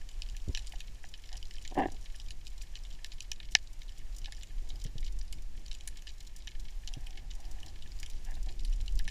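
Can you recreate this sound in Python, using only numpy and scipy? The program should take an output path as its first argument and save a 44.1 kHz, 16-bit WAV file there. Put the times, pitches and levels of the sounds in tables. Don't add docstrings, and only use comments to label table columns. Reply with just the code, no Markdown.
import sys
import numpy as np
from scipy import signal
from scipy.fft import rfft, irfft, next_fast_len
from scipy.io import wavfile
from scipy.ndimage import uniform_filter1d, map_coordinates

SR = 44100
rng = np.random.default_rng(int(sys.argv[2]) if len(sys.argv) > 2 else 0)


def unload_wav(signal):
    wavfile.write(
        sys.argv[1],
        SR,
        np.round(np.clip(np.atleast_2d(signal).T, -1, 1) * 32767).astype(np.int16),
    )


def voltage_ratio(decibels):
    exponent = np.asarray(decibels, float) / 20
    return 10 ** exponent


N = 401310

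# centre in Hz, width in Hz, level in dB.
HOUSING_MODES = [(800, 130, 5), (1755, 115, 5.5), (2197, 130, 5), (2490, 113, 2.5), (2972, 226, 7.5),
                 (3880, 570, 2), (4940, 620, 1.5), (5780, 390, 0), (7100, 500, -1.5), (10130, 950, -9),
                 (10900, 5100, -16.5)]
# frequency in Hz, density in dB per Hz.
HISS_SPECTRUM = [(240, -58), (400, -5), (759, -1.5), (1420, -8.5), (1680, -4.5), (2950, -4), (3280, -6),
                 (5900, -6.5), (6400, -8), (6900, -6), (8190, -12.5), (12400, -17.5), (15300, -20.5)]
# time in seconds, heave level in dB.
SURGE_LEVEL = [(0.0, -39), (0.53, -35.5), (1.24, -44.5), (1.37, -37.5), (3.75, -41), (4.16, -36.5),
               (4.43, -43), (4.59, -33), (4.87, -38.5), (5.02, -31.5), (6.31, -43.5), (6.56, -35.5),
               (7.15, -38.5), (7.2, -41.5), (7.5, -32.5), (7.63, -40), (9.02, -26.5), (9.1, -32)]
# frequency in Hz, density in dB per Hz.
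HEAVE_SPECTRUM = [(3, -35), (6, 3), (29, -4.5), (45, -9), (60, -43), (200, -120)]
# frequency in Hz, density in dB per Hz.
EDDY_SPECTRUM = [(25, -9), (50, 6), (80, -2), (125, -10.5), (250, -21), (330, -19.5), (500, -31),
                 (900, -40.5), (1500, -120)]
# time in seconds, peak in dB at 2.6-4 kHz, body below that in dB relative to it,
# edge above 6.5 kHz in dB relative to it.
NEAR_SNAPS = [(0.089, -45, -10, -6), (0.2199, -32.5, -19, -7.5), (0.3665, -45, -12, 1),
              (0.5485, -27.5, -11, -14.5), (0.5734, -34.5, -0.5, -6), (0.5922, -41, -14, -8),
              (2.199, -40, -30, -12), (2.3058, -40, -12, -5), (2.4682, -40.5, -28, -5),
              (2.7544, -37, -14, -14), (3.045, -34.5, -6.5, -6), (3.205, -35.5, -29, -5),
              (3.3158, -30, -5.5, -6.5), (3.5507, -11, -1.5, -11), (4.244, -40, -20, -24),
              (4.2575, -35, -15, -19), (4.3222, -41, -2, -1), (5.3259, -42.5, -6, 1),
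              (5.7136, -37, -14, -13), (5.875, -43, -2.5, 8), (6.0693, -40, -8, -15),
              (6.472, -38, -3.5, -10), (6.4782, -34.5, -12, -37), (6.8748, -36, -17, -5),
              (8.03, -38.5, -1, -8), (8.6482, -41.5, -13, -4), (8.879, -37.5, -19, -13),
              (8.9967, -42.5, 2, -34), (9.0777, -37.5, 3, -7), (9.0858, -39, -6, -14.5)]
# time in seconds, peak in dB, centre in Hz.
LARGE_CLAWS = [(0.2887, -43.5, 2960), (0.8051, -37, 2840), (1.044, -62, 1750), (1.14, -37, 2840),
               (1.2917, -43.5, 3020), (1.51, -41.5, 3040), (1.5835, -42, 3250), (1.651, -39.5, 2940),
               (2.8514, -43.5, 3770), (3.126, -47, 3870), (3.402, -37, 1800), (3.8935, -44, 3060),
               (3.9759, -52, 3660), (4.4327, -41.5, 3160), (4.7038, -38.5, 3870), (4.848, -43, 2800),
               (4.8663, -44, 3020), (5.029, -45, 1900), (5.7417, -47, 4850), (6.0783, -39, 3120),
               (6.093, -43.5, 3040), (7.0693, -40.5, 2940), (7.1763, -47, 3120), (7.3108, -42.5, 3200),
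               (7.632, -39.5, 2740), (7.8238, -42.5, 4380), (7.9197, -44, 3860), (8.4919, -44, 2900),
               (8.7279, -44.5, 3090), (8.9918, -33.5, 5600)]
# time in seconds, peak in dB, centre in Hz.
SMALL_CLAWS = [(0.631, -55, 4970), (0.671, -40, 6600), (0.7226, -40.5, 3890), (1.3293, -38.5, 5060),
               (1.3553, -44, 5600), (1.4284, -37.5, 5450), (1.6776, -35.5, 4960), (1.712, -48, 3830),
               (2.162, -44.5, 10900), (2.285, -45, 4990), (2.617, -42, 5000), (2.7715, -48, 3550),
               (3.1198, -41.5, 3840), (3.8186, -43, 4000), (4.3492, -46.5, 4870), (4.4118, -47, 4140),
               (4.758, -49, 7140), (4.813, -56, 3790), (4.9817, -40, 5850), (5.066, -42, 6130),
               (5.2132, -42, 3860), (5.663, -41.5, 6560), (5.7506, -41, 4800), (5.8092, -42, 5660),
               (6.0223, -47, 4550), (6.9386, -34.5, 5650), (7.1073, -46, 4810), (7.9903, -46, 6200),
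               (8.1684, -55, 4870), (8.3533, -47, 6600)]
# time in seconds, peak in dB, ring in Hz.
RIG_THUDS = [
    (0.477, -29, 80.7),
    (0.49, -28, 79),
    (0.506, -48, 80.7),
    (1.873, -37.5, 80.7),
    (4.622, -48, 80.7),
    (4.851, -36, 138),
    (4.859, -41, 103),
    (4.954, -37, 119),
    (6.967, -36, 126),
    (7.722, -50, 86.1),
]
# start in seconds, length in seconds, level in dB,
# sharpness in dB (less frame and more bright ring).
GLOVE_STROKES = [(0.731, 0.012, -54, 3.5), (1.037, 0.0077, -54, 12), (1.305, 0.066, -60.5, 6.5),
                 (1.705, 0.033, -54.5, -9), (1.748, 0.026, -47.5, -1), (1.855, 0.0078, -33, -4),
                 (1.906, 0.059, -64, -10), (4.271, 0.018, -55, 5), (4.588, 0.23, -71.5, -10),
                 (6.814, 0.51, -68.5, 4), (7.307, 0.46, -65, -1.5), (8.251, 0.094, -60.5, 7),
                 (8.364, 0.017, -57, 5), (8.455, 0.068, -62.5, -3)]
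# start in seconds, level in dB, hold in seconds, release in dB per second,
# bright ring in dB relative to the shell.
HARD_GRIPS = [
    (1.764, -29, 0.0333, 2505, -11),
    (1.808, -29.5, 0.0023, 470, -6),
]
# centre in Hz, width in Hz, level in dB.
FRAME_MODES = [(286, 100, 18), (245, 50, -16), (131, 260, -9)]
# centre in Hz, width in Hz, level in dB.
SHELL_MODES = [(776, 98, 4), (620, 530, -11), (920, 86, -11)]
# centre in Hz, width in Hz, level in dB.
BRIGHT_MODES = [(1730, 230, 3.5), (2380, 67, -43), (2700, 150, -10.5)]


def unit(x):
    return x / np.sqrt(np.mean(x ** 2) + 1e-20)


def curves(rows):
    s, *cols = np.transpose(rows)
    return [np.interp(np.arange(N) / SR, s, c) for c in cols]


def wobble(rate):
    knots = rng.standard_normal(int(N * rate / SR) + 4)
    return map_coordinates(knots, [np.arange(N) * rate / SR])


def filtered(x, response):
    m = next_fast_len(N + SR // 2)
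    return irfft(rfft(x, m) * response(np.fft.rfftfreq(m, 1 / SR)), m)[..., :N]


def noise(spectrum):
    hz, db = np.transpose(spectrum)

    def colour(f):
        return voltage_ratio(np.interp(np.log(f + 1), np.log(hz + 1), db, right=-120))

    return unit(filtered(rng.standard_normal(N), colour))


def resonances(modes, f):
    return sum((-1) ** k * voltage_ratio(db) * 1j * f * w / (c * c - f * f + 1j * f * w)
               for k, (c, w, db) in enumerate(modes))


def band(f, low_hz, high_hz):
    s = 1j * (f * f - low_hz * high_hz) / ((f + 1e-9) * (high_hz - low_hz))
    return 1 / ((s + 1) * (s * s + s + 1))


def ticks(rate, spread_db):
    chance, size = rng.random((2, N))
    sizes = voltage_ratio(-spread_db * np.log(size + 0.014))
    return unit((chance < rate / SR) * sizes * np.sign(rng.standard_normal(N)))


def colony():
    level_db = -66 + 0.39 * wobble(2.647)
    t = np.arange(600) / SR
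    crackle = 0
    for low_hz, high_hz, db in [(1500, 3140, -9.5), (2040, 5300, -3.5), (3300, 24000, -4.5), (5520, 24000, -1.5)]:
        path = rng.standard_normal(len(t)) * voltage_ratio(-60 * t / 0.038)
        far = signal.fftconvolve(ticks(rate=90, spread_db=9.0), path)[:N]
        inside = filtered(far, lambda f: resonances(HOUSING_MODES, f) * band(f, low_hz, high_hz))
        crackle = crackle + voltage_ratio(db) * unit(inside)
    hiss = voltage_ratio(2 + 0.9 * wobble(5.3)) * noise(HISS_SPECTRUM)
    return voltage_ratio(level_db) * (crackle + hiss)


def surge():
    eddy_memory_s = 1.15
    heave_db, = curves(SURGE_LEVEL)
    swell_db = uniform_filter1d(heave_db - heave_db.mean(), int(eddy_memory_s * SR))
    eddy_db = -55 + 0.7 * swell_db + 1.5 + 1.8 * wobble(16)
    heave = noise(HEAVE_SPECTRUM)
    heave /= np.sqrt(np.abs(uniform_filter1d(heave ** 2, int(.2 * SR))) + 0.057)
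    heave *= np.clip((N - np.arange(N)) / 900, 0, 1)
    return voltage_ratio(heave_db) * unit(heave) + voltage_ratio(eddy_db) * noise(EDDY_SPECTRUM)


def bursts(dbs):
    t = np.arange(2048) / SR
    draw = rng.standard_normal((len(dbs), 3, len(t)))
    near_db = dbs[:, None] + 27
    depth_db = 3 * draw[:, 0, -1:] - 0.23 * near_db
    rise_s = 0.00033 * voltage_ratio(5.6 * draw[:, 1, -1:] - 0.33 * near_db)
    crack = draw[:, 0] * t / rise_s * np.exp(1 - t / rise_s)
    crack[:, 24] += 9 * voltage_ratio(0.18 * near_db[:, 0])
    early = voltage_ratio(-13.5 - 60 * t / 0.057) * draw[:, 1]
    late = voltage_ratio(-33.5 - 60 * t / 0.17) * draw[:, 2]
    rock_faces = voltage_ratio(5 * np.repeat(draw[:, 2, ::64], 64, axis=1))
    scatter = (early + late) * rock_faces
    return crack + voltage_ratio(depth_db) * scatter * (1 - np.exp(-t / 0.00018))


def heard(waves, times, dbs, bands):
    out, size = np.zeros(N + SR), waves.shape[1]
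    f = np.fft.rfftfreq(size, 1 / SR)
    side_db = 4.3 * rng.standard_normal((len(HOUSING_MODES), len(times)))
    lean_db = np.clip(-dbs / 40, 0, 1) * side_db
    modes = [(c, w, g + d[:, None]) for (c, w, g), d in zip(HOUSING_MODES, lean_db)]
    low_hz, high_hz = np.transpose(bands)[..., None]
    clicks = irfft(rfft(waves) * resonances(modes, f) * band(f, low_hz, high_hz), size)
    peaks = np.sqrt(2 * uniform_filter1d(clicks ** 2, size=80).max(1))
    for click, s, gain in zip(clicks, times, voltage_ratio(dbs) / peaks):
        out[round(s * SR):][:size] += gain * click
    return out[:N]


def near_snaps():
    s, db, low_db, high_db = np.transpose(NEAR_SNAPS)
    mid_db = 2 + 0.38 * high_db + 0.11 * (db + 41)
    waves = bursts(db)
    top_hz = np.clip(8200 * 2 ** ((high_db - np.maximum(mid_db, 0) + 11.5) / 18), 7500, 16000)
    parts = [(low_db - 16, 600, 1150), (low_db - .3, 1640, 2600), (-.3, 2600, 4000), (mid_db - .3, 4000, 6500),
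             (high_db - .3, 6500, top_hz), (high_db - 9 - 0.1 * (db + 47), 8800, 11600)]
    out = 0
    for rel_db, low_hz, high_hz in parts:
        edges = np.transpose([low_hz + 0 * s, high_hz + 0 * s])
        out = out + heard(waves, s - .0004, db + rel_db, edges)
    return out


def echoes():
    s, db = np.transpose(NEAR_SNAPS)[:2]
    delay, level, tone = rng.standard_normal((3, len(s)))
    echo_db = np.minimum(db - 14 + 3 * level, -40)
    return np.transpose([s + 0.012 + 0.0039 * delay, echo_db, 5000 * 2 ** (0.13 * tone)])


def strays():
    early_share, lead_s, answer_s, loners = .35, 0.012, .05, 45
    called = np.concatenate([np.transpose(rows)[0] for rows in (NEAR_SNAPS, LARGE_CLAWS, SMALL_CLAWS)])
    early = rng.random(len(called)) < early_share
    waits = rng.exponential(size=len(called)) * np.where(early, -lead_s, answer_s)
    s = np.concatenate([called + waits, N / SR * rng.random(loners)])
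    level, tone = rng.standard_normal((2, len(s)))
    return np.transpose([np.clip(s, .01, N / SR), -50.5 + 3 * level, 5140 * 2 ** (0.22 * tone)])


def lesser_snaps():
    out = 0
    for rows, low, high in [(LARGE_CLAWS, .62, 2.1), (SMALL_CLAWS, .5, 1.7), (echoes(), .6, 1.6),
                            (strays(), .58, 1.6)]:
        s, db, hz = np.transpose(rows)
        waves = bursts(db)
        tip_db = np.minimum(-21.5 + 9.5 * rng.standard_normal(len(s)), -9)
        edges = np.clip(np.outer(hz, [low, high]), 1400, 16000)
        out = out + heard(waves, s - .0012, db - 0.5, edges)
        out = out + heard(waves, s - .0012, db + tip_db, [(7800, 12200)] * len(s))
    return out


def thuds():
    out, t = np.zeros(N + SR), np.arange(3000) / SR
    for s, db, ring_hz in RIG_THUDS:
        push = (t / 0.0015 * np.exp(1 - t / 0.001)) ** 2
        rock = np.sin(2 * np.pi * ring_hz * t) * voltage_ratio(2 - 60 * t / 0.041)
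        rumble = unit(uniform_filter1d(rng.standard_normal(len(t)), size=60))
        shudder = rumble * voltage_ratio(-13.0 - 60 * t / 0.066)
        thud = push + (rock + shudder) * (1 - np.exp(-t / 0.0044))
        out[round((s + .0015) * SR):][:len(t)] += voltage_ratio(db + 6.5) * thud
    return filtered(out[:N], lambda f: band(f, 25, 620))


def glove_slips():
    gap, size_db = rng.standard_normal((2, 6000))
    slips = 0.075 * rng.standard_normal(N)
    at = np.cumsum(.0032 * np.exp(.45 * gap)) * SR
    kicks = voltage_ratio(4.8 * size_db) * np.sign(gap[::-1])
    slips[at[at < N].astype(int)] += kicks[at < N]
    return slips


def glove_force():
    frame_db, bright_db = -5.5, -6.5
    force = np.zeros((3, N))
    for s, length, db, sharp_db in GLOVE_STROKES:
        dbs = np.array([db + frame_db - sharp_db, db, db + bright_db + sharp_db])
        size = round(length * SR)
        force[:, round(s * SR):][:, :size] += voltage_ratio(dbs)[:, None] * signal.windows.tukey(size, .45)
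    attack_s, bright_lag_s = 0.0089, 0.0061
    for s, db, hold, release, grip_bright_db in HARD_GRIPS:
        t = np.arange(N) / SR - s
        rise = np.clip((t - np.array([[0], [0], [bright_lag_s]])) / attack_s, 0, 1)
        fall_db = release * np.clip(t - attack_s - hold, 0, 1)
        force += voltage_ratio(db + np.array([[1], [0], [grip_bright_db]]) - fall_db) * rise
    return force


def scrape():
    slips, out = glove_slips(), 0
    bodies = [(FRAME_MODES, 70, 554), (SHELL_MODES, 480, 1130), (BRIGHT_MODES, 1620, 3500)]
    for push, (modes, low_hz, high_hz) in zip(glove_force(), bodies):
        both = np.array([push * slips, slips])
        rung, steady = filtered(both, lambda f: resonances(modes, f) * band(f, low_hz, high_hz))
        out = out + rung / steady.std()
    return out


def scene():
    return (colony() + surge() + near_snaps() + lesser_snaps() + thuds() + scrape())[None]


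def band_limit(x):
    return signal.sosfilt(signal.butter(12, 16530, fs=SR, output="sos"), x)


def record(dry):
    edges_hz = [12900, 13800, 14600, 15350, 17500]
    soft = dry * signal.windows.tukey(N, .002)
    parts = filtered(soft, lambda f: np.array([(f >= a) & (f < b) for a, b in zip(edges_hz, edges_hz[1:])]))
    shared = wobble(15)
    gone = np.array([shared + wobble(45) for _ in range(3)]) > 1.2
    lost = uniform_filter1d(1. * gone, size=300)
    mix = dry - (lost * parts[:3]).sum(0) - 0.78 * parts[3]
    return band_limit(mix)


dry = scene()
out = record(dry)
unload_wav(out)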